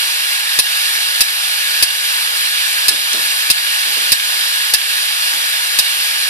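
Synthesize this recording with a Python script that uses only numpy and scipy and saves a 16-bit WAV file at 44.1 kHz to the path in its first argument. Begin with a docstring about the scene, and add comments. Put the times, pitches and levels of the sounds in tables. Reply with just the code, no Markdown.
"""The head arm of an opened hard drive slams into its stop, chatters, and ticks as it swings back. Attempts
come evenly paced, in runs of three, four and one; arm and casting ring in a small room. Behind it: air
whooshing round the spinning platter, a few soft bumps, one dry tick. Two close microphones; each slam is hard-
clipped and makes the gain control duck the whoosh."""
import sys
import numpy as np
from scipy import signal
from scipy.fft import rfft, irfft
from scipy.io import wavfile
from scipy.ndimage import uniform_filter1d

SR = 44100
rng = np.random.default_rng(int(sys.argv[2]) if len(sys.argv) > 2 else 0)


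def store_pcm(level_fs):
    """Save levels as 16-bit WAV."""
    pcm = np.round(np.clip(level_fs, -1, 1) * 32767).astype(np.int16)
    wavfile.write(sys.argv[1], SR, np.atleast_2d(pcm).T)


N = 277389

# platter air spectrum at each microphone: f/Hz, relative level/dB
AIR_LEFT = [(300, -81), (450, -73.5), (800, -63.5), (1050, -65.5), (1400, -54), (1700, -50.5), (2050, -59),
            (3900, -57), (4650, -51.5), (5300, -60.5), (7000, -62), (9000, -54.5), (11500, -56),
            (13300, -62.5)]
AIR_RIGHT = [(300, -69), (450, -70), (800, -65), (1200, -57.5), (1700, -51), (2000, -56.5), (2800, -49),
             (4100, -49), (5000, -51.5), (6300, -62), (9000, -67), (11800, -69), (13000, -72), (14400, -88)]
# air-driven resonances and dips of platter and casting: f/Hz, width/Hz, left/dB, right/dB
AIR_MODES = [(850, 170, 2.5, -0.5), (1100, 53, -6, 0), (1703, 110, 5.5, 4), (2315, 210, 5.5, 1),
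             (2810, 126, 2, 3.5), (4050, 220, 1, 2), (4490, 300, 0.5, -2.5), (11580, 500, 3.5, 1.5)]
# air coherence between microphones: f/Hz, coherence/0-1, left lead/rad
AIR_COHERENCE = [(400, 0.2, 2.66), (900, 0.42, 1.9), (1246, 0.89, 2.79), (1654, 0.88, 2.4),
                 (2110, 0.73, 1.34), (2530, 0.58, 0.62), (2980, 0.68, 2.4), (3460, 0.22, 1.67),
                 (4210, 0.66, 4.13), (5000, 0.72, 4.43), (5630, 0.82, 5.46), (6780, 0.22, 3.04),
                 (10400, 0, 5.6), (11600, .48, 4.7), (12800, 0, 5.3)]
# dull bumps: t/s, level/dB
BUMPS = [(2.903, -25.5), (3.138, -23.5), (3.86, -30.5), (3.965, -29.5), (5.33, -33)]
# bump and dry tick spectra: f/Hz, relative level/dB
BUMP_SPECTRUM = [(70, -46), (140, -4.5), (300, 5), (600, 1.5), (1400, -0.5), (3000, -9.5)]
TICK_SPECTRUM = [(1000, -19), (4500, -17), (6200, 0), (8000, -10), (9600, -5), (14000, -22)]
# arm and casting modes: f/Hz, t60/s, left/dB, right/dB
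ARM_MODES = [(1713, 0.09, -14.5, -13), (2578, 0.058, -7.5, -21), (2673, 0.062, -13, -6),
             (2833, 0.036, -22, -17), (3210, 0.08, -25, -14.5), (3500, 0.028, -20, -11),
             (3740, 0.035, -29, -0.5), (4007, 0.076, -12.5, -4.5), (4260, 0.063, -33, -3.5),
             (4605, 0.03, -3, -4.5), (4750, 0.039, -9.5, -4.5), (4890, 0.046, -15, 3.5),
             (5110, 0.032, -6, -0.5), (5580, 0.048, -8.5, -11), (6272, 0.028, -20, -3.5),
             (8020, 0.072, -7, -21), (8640, 0.045, -2.5, -35), (8800, 0.024, -3, -21),
             (9470, 0.057, -4.5, -28), (9480, 0.059, -6, -26), (10040, 0.017, 4, -15),
             (10380, 0.049, -5, -26), (10950, 0.032, -10, -22), (10950, 0.047, -1.5, -13),
             (11610, 0.021, -9, -14), (13550, 0.029, -5, -17)]
# spectrum of the dense, fast-dying modes between them: f/Hz, left/dB, right/dB
CRACK_SPECTRUM = [(100, -22, -16), (900, -6, -21), (1500, -9, -10), (2610, 6.5, -5.5), (4700, -3, 1),
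                  (5500, -1, 3.5), (7260, -10, -3.5), (9100, 3, -3), (10900, 7.5, -1), (12700, 0.5, -1.5),
                  (14700, -2, -9)]
# modes of the swing-back tick: f/Hz, t60/s, left/dB, right/dB
SWING_MODES = [(1650, 0.028, -16, -7), (2240, 0.048, -10, -6.5), (2850, 0.027, -3, -8),
               (3200, 0.029, -14, -13), (3640, 0.034, -21, -1.5), (4200, 0.016, -13, -9),
               (4600, 0.017, -5, -2)]
# runs of attempts: first slam t/s, slam count
RUNS = [(.5890, 3), (2.8828, 4), (5.788, 1)]

BAND_LIMIT_HZ = 14560


def gain_of(db):
    """dB to amplitude factor."""
    return 10 ** (np.asarray(db) / 20)


def unit_rms(x):
    """Scale to rms 1."""
    return x / np.sqrt(np.mean(x ** 2) + 1e-20)


def decay(t, t60_s):
    """Exponential envelope, -60 dB at t60_s."""
    return np.exp(-np.log(1000) * t / t60_s)


def lookup(table, hz, column=1):
    """Table column, interpolated over log frequency."""
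    columns = np.transpose(table)
    return np.interp(np.log(hz + 1), np.log(columns[0] + 1), columns[column])


def add(mix, at_s, sound):
    """Mix in a stereo sound."""
    part = mix[:, round(at_s * SR):][:, :sound.shape[1]]
    part += sound[:, :part.shape[1]]


def noise(left_db, right_db):
    """Uncorrelated stereo noise, shaped per bin, rms 1."""
    shape = gain_of([left_db, right_db])
    white = rng.standard_normal((2, 2 * shape.shape[1] - 2))
    return unit_rms(irfft(shape * rfft(white)))


def platter_whoosh(level_db=-15.0, eddy_db=1.0, swell_db=0.5, low_cut_hz=321, frame=1024):
    """Turbulent air round the platter, coloured by the casting, partly coherent between microphones."""
    frames, hz = 4 * N // frame + 5, np.fft.rfftfreq(frame, 1 / SR)
    re1, im1, re2, im2, patches = rng.standard_normal((5, frames, len(hz))).transpose(0, 2, 1)
    left, independent = re1 + 1j * im1, re2 + 1j * im2
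    coherence = lookup(AIR_COHERENCE, hz)[:, None]
    lead_rad = lookup(AIR_COHERENCE, hz, column=2)[:, None]
    right = (coherence * left + np.sqrt(1 - coherence ** 2) * independent) * np.exp(-1j * lead_rad)
    modes_db = sum(np.outer(db, 1 / (1 + (2 * (hz - mode_hz) / width_hz) ** 2))
                   for mode_hz, width_hz, *db in AIR_MODES)
    air_db = np.array([lookup(AIR_LEFT, hz), lookup(AIR_RIGHT, hz)])
    passband = (hz < BAND_LIMIT_HZ) / (1 + (low_cut_hz / (hz + 1)) ** 20)
    colour = gain_of(air_db + modes_db) * passband
    eddies = unit_rms(uniform_filter1d(uniform_filter1d(patches, size=10, axis=0), size=8, axis=1))
    swell = unit_rms(uniform_filter1d(rng.standard_normal(frames), size=20))
    spectra = np.array([left, right]) * colour[:, :, None] * gain_of(eddy_db * eddies + swell_db * swell)
    _, air = signal.istft(spectra, nperseg=frame, noverlap=frame - frame // 4)
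    return gain_of(level_db) * unit_rms(air[:, :N])


def bumps(rise_s=0.0042, t60_s=0.43, size=16384):
    """Soft, dull knocks; no ring."""
    out, t = np.zeros((2, N)), np.arange(size) / SR
    colour_db = lookup(BUMP_SPECTRUM, np.fft.rfftfreq(size, 1 / SR))
    envelope = (1 - np.exp(-t / rise_s)) * decay(t, t60_s)
    for at_s, level_db in BUMPS:
        add(out, at_s, gain_of(level_db) * noise(colour_db, colour_db) * envelope)
    return out


def dry_tick(at_s=3.132, level_db=-6.5, t60_s=0.011, size=1024):
    """One tiny snap near the drive, just before the second bump."""
    out, t = np.zeros((2, N)), np.arange(size) / SR
    colour_db = lookup(TICK_SPECTRUM, np.fft.rfftfreq(size, 1 / SR))
    add(out, at_s, gain_of(level_db) * noise(colour_db, colour_db) * decay(t, t60_s))
    return out


def room(x, t60_s=0.25, wet_db=-19, predelay_s=0.005, low_cut_hz=500, size=12000):
    """Add a faint small-room tail without bass."""
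    t = np.arange(size) / SR
    tail = rng.standard_normal((2, size)) * decay(t, t60_s) * (t > predelay_s)
    tail = signal.sosfilt(signal.butter(4, low_cut_hz, "highpass", fs=SR, output="sos"), tail)
    tail /= np.linalg.norm(tail[0])
    return x + gain_of(wet_db) * signal.fftconvolve(x, tail, axes=1)[:, :N]


def ring(modes, rise_s, spread_db=0.5, size=6000):
    """Struck modes; each blow shares out its energy a little differently."""
    hz, t60_s, *sides_db = np.transpose(modes)
    t = np.arange(size) / SR
    amplitude = gain_of(np.array(sides_db) + spread_db * rng.standard_normal(len(hz)))
    phasor = np.exp(2j * np.pi * rng.random(amplitude.shape))
    partials = np.exp(2j * np.pi * hz[:, None] * t) * decay(t, t60_s[:, None])
    attack = 1 - np.exp(-(t / rise_s) ** 2)
    return ((amplitude * phasor) @ partials).real * attack


def bounces(gap_s, gap_ratio, loss_db, impacts=3):
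    """Impact and rebounds, each sooner and weaker: delay/s, level/dB."""
    k = np.arange(impacts)
    gaps_s = gap_s * gap_ratio ** k
    return zip(np.cumsum(gaps_s) - gaps_s, -loss_db * k)


def stop_impact(ring_db=-3.5, crack_db=-1, crack_t60_s=0.037, size=6000):
    """Metal on metal: dense crack plus the longer modes of arm and casting."""
    hz, t = np.fft.rfftfreq(size, 1 / SR), np.arange(size) / SR
    crack = noise(lookup(CRACK_SPECTRUM, hz), lookup(CRACK_SPECTRUM, hz, column=2))
    ringing = ring(ARM_MODES, rise_s=0.00022, size=size)
    return gain_of(crack_db) * crack * decay(t, crack_t60_s) + gain_of(ring_db) * ringing


def head_arm(slam_gain_db=0.8, swing_gain_db=-10.0, retry_s=0.6182, swing_delay_s=0.0772):
    """Per attempt: arm hits its stop, rebounds into it, swings back with a rattling tick."""
    out = np.zeros((2, N))
    slams_s = [start_s + k * retry_s for start_s, count in RUNS for k in range(count)]
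    for at_s in slams_s:
        for delay_s, db in bounces(gap_s=0.0061, gap_ratio=0.58, loss_db=3.0):
            add(out, at_s + delay_s, gain_of(slam_gain_db + db) * stop_impact())
        for delay_s, db in bounces(gap_s=0.0031, gap_ratio=0.797, loss_db=3.5):
            swing_tick = ring(SWING_MODES, rise_s=0.00046)
            add(out, at_s + swing_delay_s + delay_s, gain_of(swing_gain_db + db) * swing_tick)
    return out


def scene():
    """Drive indoors; room tail on the arm only."""
    return platter_whoosh() + room(head_arm()) + bumps() + dry_tick()


def record(dry, threshold_db=-10, slope=0.19, recovery_db_per_s=8, ceiling=0.82):
    """Gain control ducks on each slam; then hard clip and band limit."""
    power = signal.lfilter(np.ones(400) / 400, 1, (dry ** 2).mean(0))  # 9 ms mean
    demand_db = slope * np.maximum(10 * np.log10(power + 1e-12) - threshold_db, 0)
    ramp_db = np.arange(N) * recovery_db_per_s / SR
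    duck_db = np.maximum.accumulate(demand_db + ramp_db) - ramp_db  # peak hold, steady release
    clipped = np.clip(dry / gain_of(duck_db), -ceiling, ceiling)
    lowpass = signal.firwin(511, BAND_LIMIT_HZ, window=("kaiser", 9), fs=SR)
    return signal.oaconvolve(clipped, lowpass[None], "same")


dry = scene()
out = record(dry)
store_pcm(out)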